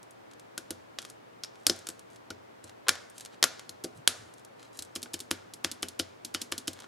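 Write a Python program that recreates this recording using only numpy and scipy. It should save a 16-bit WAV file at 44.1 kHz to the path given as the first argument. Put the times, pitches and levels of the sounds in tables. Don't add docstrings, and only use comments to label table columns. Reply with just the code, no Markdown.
import sys
import numpy as np
from scipy import signal
from scipy.fft import rfft, irfft
from scipy.io import wavfile
from scipy.ndimage import uniform_filter1d

SR = 44100
rng = np.random.default_rng(int(sys.argv[2]) if len(sys.argv) > 2 else 0)


def store_pcm(level_fs):
    pcm = np.round(np.clip(level_fs, -1, 1) * 32767).astype(np.int16)
    wavfile.write(sys.argv[1], SR, np.atleast_2d(pcm).T)


N = 302967
SIZE = 4096
T = np.arange(SIZE) / SR
HZ = np.fft.rfftfreq(SIZE, 1 / SR)


def amp(db):
    return 10 ** (np.asarray(db) / 20)


def unit_rms(x, count=None):
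    return x / np.sqrt(np.mean(x[..., :count] ** 2) + 1e-20)


def curve(points, hz):
    f, value = np.transpose(points)
    return np.interp(np.log(hz + 1), np.log(f + 1), value)


def add(mix, s, sound):
    part = mix[:, max(round(s * SR), 0):][:, :sound.shape[1]]
    part += sound[:, :part.shape[1]]


def causal(db):
    log_gain = np.log(amp(np.maximum(db, -100)))
    mirrored = np.r_[log_gain, log_gain[-2:0:-1]]
    return np.exp(np.conj(signal.hilbert(mirrored)))[:len(db)]


# frequency in Hz, relative noise density in dB.
AIR_SPECTRUM = [(15, -58.5), (25, -36.5), (64, -23.5), (114, -15), (145, -14), (170, -12), (384, -5),
                (416, -5), (531, -6), (840, -9.5), (936, -9.5), (1040, -11.5), (1700, -17), (2110, -20),
                (16000, -45)]
# frequency in Hz, left-right correlation from -1 to 1.
AIR_CORRELATION = [(60, 0.68), (150, 0.41), (380, -0.719), (950, -0.553), (2380, -0.076), (5980, 0.047),
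                   (15000, 0.22)]

def room_tone(air_db=-52.5, hum_hz=116.6, hum_db=-70.5):
    hz = np.fft.rfftfreq(N, 1 / SR)
    left, other = rfft(rng.standard_normal((2, N)))
    same = np.clip(curve(AIR_CORRELATION, hz), -1, 1)
    right = same * left + np.sqrt(1 - same ** 2) * other
    noise = irfft(np.array([left, right]) * amp(curve(AIR_SPECTRUM, hz)), N)
    hum = np.sqrt(2) * np.sin(2 * np.pi * hum_hz * np.arange(N) / SR)
    return amp(air_db) * unit_rms(noise) + amp(hum_db) * hum


def contact(decay_ms, crack, crack_ms=0.5, ring_db=-19, ring_s=0.01892, rise_s=.0001, smooth_bins=90):
    ms = T * 1000
    envelope = np.exp(-ms / max(decay_ms, .3)) + crack * np.exp(-ms / crack_ms)
    envelope += amp(ring_db) * np.exp(-T / ring_s)
    spectrum = rfft(envelope * (1 - np.exp(-T / rise_s)) * rng.standard_normal(SIZE))
    broad_db = 10 * np.log10(uniform_filter1d(abs(spectrum) ** 2, smooth_bins))
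    return spectrum * causal(-broad_db)


# frequency in Hz, gain in dB.
PLASTIC_COLOUR = [(60, -29.5), (250, -3.5), (600, -3), (1000, -3.5), (1500, 0.5), (2200, -4), (3300, 0.5),
                  (4300, 0), (5200, -1.5), (7000, 0), (11000, -6), (12500, -13.5), (14000, -20.5),
                  (16000, -33.5)]
# frequency in Hz, side against mid in dB.
BLOW_WIDTH = [(100, -23.5), (400, -12.5), (700, -20), (1400, -31.5), (3000, -35), (5500, -16.5), (9000, -9),
              (13000, -1)]

def blow(rooms, level_db, decay_ms, colour_db, resonance_db, crack, room_resonance=0.17):
    broad_db = curve(PLASTIC_COLOUR, HZ) + colour_db
    body = causal(broad_db + resonance_db)
    mid = irfft(body * contact(decay_ms, crack))
    side = irfft(body * amp(curve(BLOW_WIDTH, HZ)) * contact(decay_ms, 0))
    direct = amp(level_db) * unit_rms(np.array([mid + side, mid - side]), count=220)
    radiated = irfft(causal(broad_db + room_resonance * resonance_db))
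    radiated *= np.linalg.norm(direct[0]) / np.linalg.norm(radiated)
    sound = signal.fftconvolve(radiated[None], rooms[rng.integers(len(rooms))])
    sound[:, :SIZE] += direct
    return sound


def touch_colour(bright_db):
    return curve([(1300, -4 - bright_db), (4000, 0.0075), (9000, bright_db)], HZ)


# start in seconds, level before trim in dB,
# brightness in dB.
TOUCHES = [(0.03, -52, 6), (0.1084, -53.5, 13), (0.3124, -54, -3), (0.3349, -54.5, -1.5),
           (0.3966, -51, 2.5), (1.0183, -46.5, 4), (1.0264, -47.5, -3), (1.0503, -41.5, -3),
           (1.0997, -44.5, 7.5), (1.446, -42, -2.5), (1.5558, -55, -6), (1.7623, -49, 9.5),
           (1.7897, -47.5, 5), (1.9009, -43, 1.5), (1.994, -49, 5.5), (2.16, -53, 0.5), (2.6413, -50, 10.5),
           (2.6953, -49, -4.5), (2.9544, -42, -5.5), (3.0993, -51.5, 17.5), (3.1816, -44.5, 9.5),
           (3.2081, -42, 4), (3.25, -42, 3.5), (3.2589, -43, -1), (3.5944, -41.5, -2.5), (3.848, -38.5, 0),
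           (4.3383, -53, 6.5), (4.4487, -49.5, 6), (4.6284, -50.5, -3.5), (4.7726, -48.5, 14),
           (4.795, -41.5, 5), (4.8493, -52.5, 7), (5.0187, -46.5, 5.5), (5.0588, -46.5, -14),
           (5.192, -46, 3), (6.802, -45.5, 1), (6.842, -47.5, -13)]

def touches(rooms, decay_ms=2.5, trim_db=-0.5):
    out = np.zeros((2, N))
    for s, level_db, bright_db in TOUCHES:
        add(out, s, blow(rooms, level_db + trim_db, decay_ms, touch_colour(bright_db), 0, crack=1.2))
    return out


# frequency in Hz, time to fall 60 dB in seconds.
ECHO_T60 = [(150, 0.01), (700, 0.6154), (2000, 0.6483), (5000, 0.5185), (8000, 0.5219), (11000, 0.72),
            (15000, 0.27)]
# frequency in Hz, relative level in dB.
ECHO_COLOUR = [(100, -15.5), (500, 9), (1100, 2), (1900, 2), (2800, -4), (5200, -2.5), (7500, -4.5),
               (11000, -15.5), (13000, -15.5), (15000, -8)]

def room(wet_db=-18.0, early_db=4, early_s=0.047, gap_s=0.0018, side_db=-6):
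    hz, t, bands = signal.stft(rng.standard_normal((2, SR * 3 // 4)), SR, nperseg=256)
    bands *= amp(curve(ECHO_COLOUR, hz)[:, None] - 60 * t / curve(ECHO_T60, hz)[:, None])
    mid, side = signal.istft(bands, SR, nperseg=256)[1]
    t = np.arange(len(mid)) / SR
    tail = np.array([mid + amp(side_db) * side, mid - amp(side_db) * side])
    tail *= np.clip(t / gap_s - .5, 0, 1) * amp(early_db * np.exp(-t / early_s))
    return amp(wet_db) * tail / np.linalg.norm(tail[0])


def struck(colour, hz, peak_db, width_hz, body_db, treble_db):
    place_db = curve([(1700, body_db), (4200, 0.0031), (5600, 0), (8500, treble_db)], HZ)
    resonance_db = peak_db / (1 + ((HZ - hz) / width_hz) ** 2)
    return curve(colour, HZ) + place_db, resonance_db


def hardness(level_db, hard_db=-20):
    return np.sqrt(amp(level_db - hard_db))


# start in seconds, level before trim in dB,
# main resonance and its half-width in Hz, then in dB body, treble, feed to the plate, thud in the case,
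# and bounce on the feet against that thud.
CLIP_SNAPS = [(0.5777, -32, 1533, 100, -0.5, 2, 3, -51.5, -22),
              (0.7063, -32.5, 10600, 1500, -2, -1.5, -3, -44.5, -12),
              (0.9867, -32, 3300, 200.7, 1, -8, -0.5, -62, -14),
              (1.4355, -33.5, 5300, 353.5, -9.5, -8, 0.5, -70, -15),
              (1.667, -16, 5130, 402, -4, 1.5, 2, -45, -7),
              (1.6972, -20.5, 5300, 451.6, -5, -6.5, 1, -36, -19.5),
              (1.8696, -36, 7270, 400.4, -1.5, 1, 1, -62, -14.5),
              (1.8882, -33, 7730, 400, 0, 4.5, -1, -51, -18),
              (2.304, -38, 1465, 149.3, -2, -7.5, 3, -48.5, -7),
              (2.6408, -47.5, 8000, 901, -6.5, 2, 0, -62.5, 4),
              (2.8837, -21, 2150, 300, 1, 0.5, 7, -46, -9.5),
              (2.8919, -15.5, 2032, 300, -1.5, -3.5, 4, -58.5, -17.5),
              (3.4276, -16.5, 1800, 250, -4.5, -6.5, 4, -40.5, -19),
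              (3.4398, -16, 672, 150.3, -1, -2.5, 2.5, -53.5, -21.5),
              (3.6932, -38, 4250, 200, -9.5, -1, -6.5, -59, -10),
              (3.8386, -39.5, 5630, 503, -11.5, 4.5, 1, -74, -13.5),
              (3.843, -36, 4926, 400, -4, 3, -2, -40, -26.5),
              (4.0758, -12.5, 3300, 1100, 0, 2.5, -12, -48, -8),
              (4.7902, -35.5, 4230, 300, -9.5, -1, 0, -57.5, -3.5),
              (4.8229, -38, 8230, 404, -7.5, 1, -2, -68, -14)]
# frequency in Hz, gain in dB.
CLIP_COLOUR = [(200, -9), (600, -0.5), (1000, -6.5), (1500, 0.5), (2200, -3), (3200, 0), (5200, 1),
               (8000, -1), (11500, 3.5)]

def snaps(rooms, linger=0.2, decay_ms=2.4, crack=1.9, trim_db=0.5):
    cap, into_plate, case = np.zeros((3, 2, N))
    for s, level_db, hz, width_hz, body_db, treble_db, plate_db, thud_db, bounce_db in CLIP_SNAPS:
        tone = struck(CLIP_COLOUR, hz, peak_db=7.5, width_hz=width_hz,
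                      body_db=body_db, treble_db=treble_db)
        hard = hardness(level_db)
        ring_ms = decay_ms / hard ** linger
        sound = blow(rooms, level_db + trim_db, ring_ms, *tone, crack * hard)
        add(cap, s, sound)
        add(into_plate, s, amp(plate_db) * sound)
        add(case, s, thud(thud_db, pitch_hz=334, bounce_db=bounce_db, knock_db=-8, focus_db=7))
    return cap + plate(into_plate), case


# mode in Hz, gain in dB, time to fall 60 dB in seconds.
PLATE_MODES = [(1144, -4.5, 0.017), (1413, -1, 0.05), (1760, -6, 0.3), (2167, -4, 0.034), (2340, -4.5, .08),
               (4874, -17, 0.12), (5242, -4.5, 0.048)]

def plate(cap):
    hz, db, t60 = np.transpose(PLATE_MODES)[:, :, None]
    t = np.arange(2 * SIZE) / SR
    damping = np.log(1000) / t60
    modes = amp(db) * 2 * damping / SR * np.exp(-damping * t) * np.cos(2 * np.pi * hz * t)
    return signal.oaconvolve(cap, modes.sum(0)[None], axes=1)[:, :N]


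# mode in Hz, relative level in dB, time to fall 60 dB in seconds.
CASE_MODES = [(79, -9, 0.091), (92.51, -5, 0.38), (178, -7.5, 0.12), (241.3, -6, 0.19), (288.6, 0.5, 0.082),
              (328.66, 1, 0.073), (395.6, -1.5, 0.071), (517.6, 4, 0.06), (656.3, -4, 0.096),
              (766.5, -10, 0.09)]

def thud(level_db, pitch_hz, bounce_db, knock_db, focus_db, focus_octaves=0.18, rise_s=0.0018):
    hz, db, t60 = np.transpose(CASE_MODES)[:, :, None]
    t = np.arange(2 * SIZE) / SR
    family = np.digitize(hz[:, 0], [140, 450])
    favour_db = focus_db * np.exp(-(np.log2(hz / pitch_hz) / focus_octaves) ** 2)
    detune, phase, scatter_db = rng.standard_normal((3, len(hz), 1)) * [[[.02]], [[.6]], [[1.5]]]
    port_phase = np.array([.1, -.1])[:, None, None] * np.minimum(hz / 340, 1) ** 2
    envelope = amp(db + favour_db + scatter_db - 60 * t / t60) * (1 - np.exp(-t / rise_s))
    modes = envelope * np.sin(2 * np.pi * hz * (1 + detune) * t + phase + port_phase)
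    return sum(amp(level_db + family_db) * unit_rms(modes[:, family == k].sum(1), count=1764)
               for k, family_db in enumerate([bounce_db, 0, knock_db]))


# start and length in seconds, level and brightness in dB.
GLOVE_RUBS = [(0.998, 0.14, -62.5, -3), (1.506, 0.36, -68.5, 0), (2.091, 0.073, -66, 2),
              (2.614, 0.109, -64.5, -3), (2.865, 0.0159, -44, -20.5), (3.134, 0.118, -55.5, 1),
              (3.301, 0.0563, -60.5, -7), (3.942, 0.048, -64.5, 7.5), (4.366, 0.0423, -63, 1),
              (4.561, 0.137, -62.5, -5.5), (4.713, 0.116, -59.5, 1), (6.384, 0.061, -57, -2.5),
              (6.734, 0.129, -56, -7.5)]

def gloves(slips_per_s=2500, slip_spread_db=6.5):
    out = np.zeros((2, N))
    for s, length, level_db, bright_db in GLOVE_RUBS:
        n = int(length * SR)
        colour = causal(curve(PLASTIC_COLOUR, HZ) + touch_colour(bright_db))
        slips = (rng.random(SR) < slips_per_s / SR) * rng.standard_normal(SR)
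        slips *= amp(slip_spread_db * np.minimum(rng.exponential(1, SR), 4))
        centre = irfft(colour * contact(decay_ms=0.51, crack=0.55))
        wide = irfft(colour * np.array([contact(2, 0), contact(1.8, 0)]))
        stroke = slips[:n] * signal.windows.tukey(n, .6)
        rub = signal.fftconvolve(stroke[None], centre + .3 * wide)
        add(out, s, amp(level_db) * unit_rms(rub, count=n))
    return out


# start and length in seconds, level in dB, pitch in Hz.
HAND_LEANS = [(3.94, 0.072, -56, 134), (4.108, 0.22, -63, 99.58)]

def leaning_hand(width_hz=35):
    out = np.zeros((2, N))
    for s, length, level_db, hz in HAND_LEANS:
        n = int(length * SR)
        band = 1 / (1 + ((np.fft.rfftfreq(SR, 1 / SR) - hz) / width_hz) ** 4)
        rumble = irfft(rfft(rng.standard_normal(SR)) * band)[:n] * np.hanning(n)
        add(out, s, amp(level_db) * unit_rms(np.array([rumble, rumble])))
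    return out


# time it hits bottom in seconds, then in dB
# level, body, treble, thud and finger landing, then time of the lift in seconds and its level in dB.
BAR_TAPS = [(4.96, -32.5, -5, 0.5, -46.5, -32, 5.0289, -33.5),
            (5.1406, -30.5, -5.5, 3.5, -45.5, -33.5, 5.203, -35.5),
            (5.3121, -23.5, 2, 1.5, -39.5, -32.5, 5.5365, -40), (5.646, -23, -1, -3, -43, -37, 5.7148, -33),
            (5.8288, -27.5, -0.5, 0.5, -43.5, -34.5, 5.8847, -37),
            (5.997, -25.5, -4, -5.5, -38.5, -27.5, 6.2484, -33.5),
            (6.3468, -27, -0.5, -3.5, -44.5, -32, 6.4164, -30.5),
            (6.522, -27.5, 3, 1.5, -45, -36.5, 6.5794, -32),
            (6.679, -28, -4.5, 2.5, -41.5, -32, 6.732, -44.5)]
# frequency in Hz, gain in dB.
BAR_BOTTOM_COLOUR = [(800, -4.5), (1500, -1), (2200, 0), (3200, 0.5), (5200, 0), (8000, -3.5),
                     (11500, -0.5)]
# frequency in Hz, gain in dB.
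BAR_RATTLE_COLOUR = [(800, -12.5), (1500, -14.5), (2200, -6.5), (3200, 0.5), (5200, 2), (8000, 1.5),
                     (11500, 5)]

def taps(rooms, firm_db=-24.5, firm_travel_s=0.0044, firm_decay_ms=2.14, db_per_doubling=11,
         landing_ms=8.8, lift_ms=2.37, rebound_s=0.004,
         trim_db=0.3359, landing_trim_db=-4.5, lift_trim_db=-1, rebound_db=-7):
    cap, case = np.zeros((2, 2, N))
    landing = struck(BAR_RATTLE_COLOUR, hz=5120, peak_db=12, width_hz=300, body_db=5.5, treble_db=5.5)
    lift = struck(BAR_RATTLE_COLOUR, hz=4550, peak_db=3, width_hz=830, body_db=0.5, treble_db=1.5)
    for s, level_db, body_db, treble_db, thud_db, landing_db, lift_s, lift_db in BAR_TAPS:
        slowness = 2 ** ((firm_db - level_db) / db_per_doubling)
        landing_s = s - firm_travel_s * slowness
        add(cap, landing_s, blow(rooms, landing_db + landing_trim_db, landing_ms, *landing, crack=0))
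        bottom = struck(BAR_BOTTOM_COLOUR, hz=3053, peak_db=7, width_hz=149,
                        body_db=body_db, treble_db=treble_db)
        crack = 0.95 * hardness(level_db)
        add(cap, s, blow(rooms, level_db + trim_db, firm_decay_ms * slowness, *bottom, crack))
        add(case, s, thud(thud_db, pitch_hz=312.6, bounce_db=-12, knock_db=-11, focus_db=8))
        add(cap, lift_s, blow(rooms, lift_db + lift_trim_db, lift_ms, *lift, crack=0.3))
        add(cap, lift_s + rebound_s, blow(rooms, lift_db + rebound_db, lift_ms, *lift, crack=0.3))
        add(case, lift_s, thud(lift_db - 20, pitch_hz=265.5, bounce_db=-18, knock_db=-24, focus_db=10))
    return cap, case


def scene(case_wet_db=-2):
    rooms = [room() for _ in range(8)]
    cap, tap_thuds = taps(rooms)
    cap += touches(rooms)
    snap_cap, snap_thuds = snaps(rooms)
    cap += plate(cap) + snap_cap
    low_cut = signal.butter(3, 62, "high", fs=SR, output="sos")
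    case = signal.sosfilt(low_cut, tap_thuds + snap_thuds) * amp([[.6], [-.6]])
    case += gloves() + leaning_hand()
    case += amp(case_wet_db) * signal.fftconvolve(case, rooms[0], axes=1)[:, :N]
    return cap * amp([[.25], [-.25]]) + case + room_tone() * amp([[.4], [-.4]])


def record(dry, ceiling=0.9, edge_hz=16400):
    limited = dry / (1 + (dry / ceiling) ** 8) ** (1 / 8)
    low_pass = signal.firwin(511, edge_hz, window=("kaiser", 9), fs=SR)
    return signal.oaconvolve(limited, low_pass[None], "same")


dry = scene()
out = record(dry)
store_pcm(out)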